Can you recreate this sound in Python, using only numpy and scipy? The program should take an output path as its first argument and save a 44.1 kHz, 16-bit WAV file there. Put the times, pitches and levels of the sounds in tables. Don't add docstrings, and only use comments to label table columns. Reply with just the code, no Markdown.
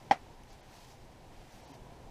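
import sys
import numpy as np
from scipy import signal
from scipy.fft import dct
from scipy.io import wavfile
from scipy.ndimage import uniform_filter1d

SR = 44100
rng = np.random.default_rng(int(sys.argv[2]) if len(sys.argv) > 2 else 0)


def convert_level_to_amplitude(level_db):
    exponent = np.asarray(level_db, float) / 20
    return 10 ** exponent


def dump_mix(stems):
    frames = np.atleast_2d(stems).T
    limited = np.clip(frames, -1, 1)
    pcm = np.round(limited * 32767).astype(np.int16)
    wavfile.write(sys.argv[1], SR, pcm)


N = 92610

# frequency in Hz, level in dB per Hz.
TRAFFIC = [(80, -4), (135, -7), (200, -9), (400, -11), (600, -13), (850, -8.5), (1000, -20), (1200, -46)]
# frequency in Hz, level in dB per Hz.
HISS = [(650, -32), (1100, -4.5), (1480, -4), (2010, -3), (3070, -7), (5550, -10.5), (15000, -24.5)]
# time in seconds, level in dB.
WIND = [
    (0.0, -61),
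    (1.48, -58),
    (1.51, -75),
    (1.55, -58),
    (1.67, -62.5),
    (1.71, -81),
    (1.82, -56),
    (2.03, -62),
    (2.05, -43.5),
    (2.1, -61),
]
# frequency in Hz, level in dB,
# t60 in seconds, sign.
KNOCK_MODES = [(133, -27.9, 0.0332, -1), (229, -35.2, 0.0833, -1), (275, -48.4, 0.1025, -1),
               (461, -30.3, 0.0404, 1), (503, -16.5, 0.0136, -1), (692, -9.1, 0.008, 1),
               (707, -26.6, 0.0804, 1), (772, -22.3, 0.0872, 1), (812, -14.0, 0.0236, 1),
               (853, -8.7, 0.0178, -1), (984, -19.8, 0.0298, -1), (1148, -28.8, 0.0427, -1),
               (1219, -20.8, 0.008, 1),
               (1581, -23.7, 0.0346, -1), (1681, -30.8, 0.0423, 1), (1757, -28.9, 0.039, -1),
                (1867, -39.3, 0.1057, -1), (1987, -24.4, 0.0894, 1), (2116, -27.9, 0.075, 1),
                (2304, -25.8, 0.14, -1), (2385, -38.3, 0.0639, -1), (2884, -35.3, 0.087, 1),
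                (3060, -34.4, 0.1, 1), (3172, -24.5, 0.0278, 1), (3441, -29.8, 0.042, -1),
               (4450, -25, .04, 1), (5460, -21.5, .035, -1)]
# delay in seconds, level in dB, sign.
REFLECTIONS = [(-0.00117, -23.0, 1), (0.0018, -7.0, -1), (0.0038, -18.0, 1), (0.00558, -5.8, -1),
               (0.00628, -10.4, 1), (0.009, -49.8, -1), (0.01061, -9.8, 1), (0.01225, -17.7, 1),
               (0.01308, -28.0, -1), (0.01666, -20.1, -1), (0.02105, -19.6, 1), (0.02643, -24.0, 1),
               (0.04767, -37.8, 1)]
# frequency in Hz, level in dB per Hz.
SCATTER = [(150, -36), (350, -27), (700, -12), (1250, -15.5), (2200, -13.5), (2800, -18), (4500, -23),
           (14000, -47.5)]
# frequency in Hz, t60 in seconds.
SCATTER_T60 = [(200, 0.12), (800, 0.17), (2200, 0.12), (4000, 0.11), (7000, 0.13), (12000, 0.087)]
# time in seconds, peak in dB, frequency in Hz, overtones in dB.
TICKS = [
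    (.4358, -50, 3000, -2),
    (1.7468, -53, 4900, -14),
    (1.7483, -55, 4600, -14),
    (1.7496, -54, 4800, -14),
]
# start in seconds, length in seconds, level in dB.
STROKES = [
    (0.488, .066, -64),
    (0.682, 0.066, -68),
    (0.737, .099, -59.5),
    (0.825, .082, -57.5),
    (0.898, 0.057, -58),
    (0.964, 0.11, -67.5),
    (1.503, 0.13, -63),
    (1.638, 0.058, -65),
    (1.708, 0.053, -61),
]
# frequency in Hz, level in dB per Hz.
RUSTLE = [(500, -5.5), (800, 13), (1200, -8), (2000, -2.5), (3000, -2.5), (6300, -2), (7500, -9),
          (15000, -16)]
# start in seconds, level in dB, frequency in Hz.
GROAN = (1.692, -53, 258)
# time in seconds, sparse above Hz, nearly empty above Hz.
THINNED = [
    (.097, 13000, 13000),
    (.514, 4500, 7500),
    (.621, 4000, 7200),
    (1.623, 3500, 9300),
    (1.666, 5000, 7000),
    (1.729, 3000, 6500),
]

KNOCK_S = 0.110437


def rms_one(x):
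    return x / np.sqrt(np.mean(x ** 2) + 1e-20)


def at_hz(points, hz):
    table = np.array(points)
    return np.interp(np.log(hz), np.log(table[:, 0]), table[:, 1])


def butterworth(x, order, edges_hz, kind):
    return signal.sosfilt(signal.butter(order, edges_hz, kind, fs=SR, output="sos"), x)


def drift(rate_hz):
    r = np.exp(-80 * np.pi * rate_hz / SR)
    noise = rng.standard_normal(N // 40 + 2002)
    slow = signal.lfilter([1], [1, -2 * r, r * r], noise)[2000:]
    return np.interp(np.arange(N) / 40, np.arange(len(slow)), rms_one(slow - slow.mean()))


def ring(x, hz, t60):
    r, w = convert_level_to_amplitude(-60 / (t60 * SR)), 2 * np.pi * hz / SR
    return signal.lfilter([0, np.sin(w)], [1, -2 * r * np.cos(w), r * r], x + 1e-18)


def click(s, cut_hz):
    impulse = np.maximum(0, 1 - np.abs(np.arange(N) - s * SR))
    r = np.exp(-2 * np.pi * min(cut_hz, 15000) / SR)
    return signal.lfilter([(1 - r) ** 2], [1, -2 * r, r * r], impulse + 1e-18)


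def bands(sources, spectrum, patchy_db, shape=lambda hz: 1):
    edges = 50.4 * 2 ** np.arange(0, 8.5, 1 / 3)
    together = drift(1.0)
    out = 0
    for k, (low, high) in enumerate(zip(edges, edges[1:])):
        hz = np.sqrt(low * high)
        band = butterworth(sources[k % 2], 2, [low, high], "band")
        flicker_db = patchy_db * (2.4 * together + drift(50.0))
        out = out + band * convert_level_to_amplitude(at_hz(spectrum, hz) + flicker_db) * shape(hz)
    return out


def air():
    hum_hz, hum_width_hz = 125, 18
    roar = rms_one(bands(rng.standard_normal((2, N)), [*TRAFFIC, (2400, -75)], 0.6))
    hum = rms_one(ring(rng.standard_normal(N), hum_hz, 2.0 / hum_width_hz))
    hiss = rms_one(bands(rng.standard_normal((2, N)), HISS, 0.4))
    return convert_level_to_amplitude(-56) * roar + convert_level_to_amplitude(-64.5) * hum + convert_level_to_amplitude(-64.5) * hiss


def wind():
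    s, db = np.transpose(WIND)
    low = butterworth(rng.standard_normal(N + SR), 3, [12, 36.8], "band")[SR:]
    lumps_db = 3 * drift(16.0)
    return rms_one(low) * convert_level_to_amplitude(np.interp(np.arange(N) / SR, s, db) + lumps_db)


def knock():
    contact_hz, return_hz = 2500, 1800
    blow = click(KNOCK_S, contact_hz)
    for delay, db, sign in REFLECTIONS:
        cut_hz = return_hz if delay > 0 else contact_hz
        blow = blow + sign * convert_level_to_amplitude(db) * click(KNOCK_S + delay, cut_hz)
    rings = 0
    for hz, db, t60, sign in KNOCK_MODES:
        rings = rings + sign * convert_level_to_amplitude(db) * ring(blow, hz, t60)
    return butterworth(convert_level_to_amplitude(-0.2) * rings, 2, 128, "high")


def scatter():
    lead_s, rise_cycles, rise_min_s = 0.0012, 5, 0.0026
    t = np.maximum(np.arange(N) / SR - KNOCK_S + lead_s, 0)

    def envelope(hz):
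        rise = np.minimum(t / max(rise_cycles / hz, rise_min_s), 1) ** 2
        return rise * convert_level_to_amplitude(np.maximum(-60 * t / at_hz(SCATTER_T60, hz), -200))

    return convert_level_to_amplitude(-33) * 20 * bands(rng.standard_normal((2, N)), SCATTER, 0.5, envelope)


def small_contacts():
    groan_s, tick_t60_s = 0.045, 0.006
    start, level_db, groan_hz = GROAN
    phase = np.clip((np.arange(N) / SR - start) / groan_s, 0, 1)
    tone = np.sin(2 * np.pi * groan_hz * groan_s * phase * (1 + 0.047 * phase))
    out = convert_level_to_amplitude(level_db) * np.sin(np.pi * phase) * tone
    for s, db, hz, over_db in TICKS:
        tick = click(s, 15000)
        overtones = sum(ring(tick, hz * ratio, tick_t60_s) for ratio in (2, 3.4))
        out = out + convert_level_to_amplitude(db) * (ring(tick, hz, tick_t60_s) + convert_level_to_amplitude(over_db) * overtones)
    return out


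def rustle():
    grains_per_s, spread_db, edge_s = 4300, 2.5, 0.045
    sizes = convert_level_to_amplitude(spread_db * np.minimum(rng.exponential(1, (2, N)), 5)) * rng.choice([-1, 1], (2, N))
    grains = sizes * (rng.random((2, N)) < grains_per_s / SR)
    t, stroke = np.arange(N) / SR, 0
    for s, length, db in STROKES:
        inside_s = np.minimum(t - s, s + length - t)
        stroke = stroke + convert_level_to_amplitude(db) * np.clip(inside_s / edge_s + 0.5, 0, 1)
    return stroke * rms_one(bands(grains, RUSTLE, 0.7))


def thin_treble(x, s, sparse_hz, empty_hz):
    size = int(0.028 * SR)
    start = int(s * SR) - size // 2
    window = np.sin(np.pi * (np.arange(size) + 0.5) / size)
    lines = dct(x[0, start:start + size] * window, type=4, norm="ortho")
    hz = np.arange(size) * SR / 2 / size
    usual = np.sqrt(uniform_filter1d(lines ** 2, size=41))
    step = np.where(hz > empty_hz, 2.8, np.where(hz > sparse_hz, 1.8, 0))
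    share = np.where(np.abs(lines) < step * usual, 1, -0.9 * (step > 0))
    lost = np.zeros_like(x)
    lost[0, start:start + size] = window * dct(lines * share, type=4, norm="ortho")
    return x - lost


def scene():
    return (knock() + scatter() + air() + wind() + rustle() + small_contacts())[None, :]


def band_limit(x):
    return signal.sosfilt(signal.butter(12, 15240, fs=SR, output="sos"), x)


def record(dry):
    mix = signal.sosfilt(signal.cheby2(14, 50, 15900, fs=SR, output="sos"), dry)
    for s, sparse_hz, empty_hz in THINNED:
        mix = thin_treble(mix, s, sparse_hz, empty_hz)
    return band_limit(mix)


dry = scene()
out = record(dry)
dump_mix(out)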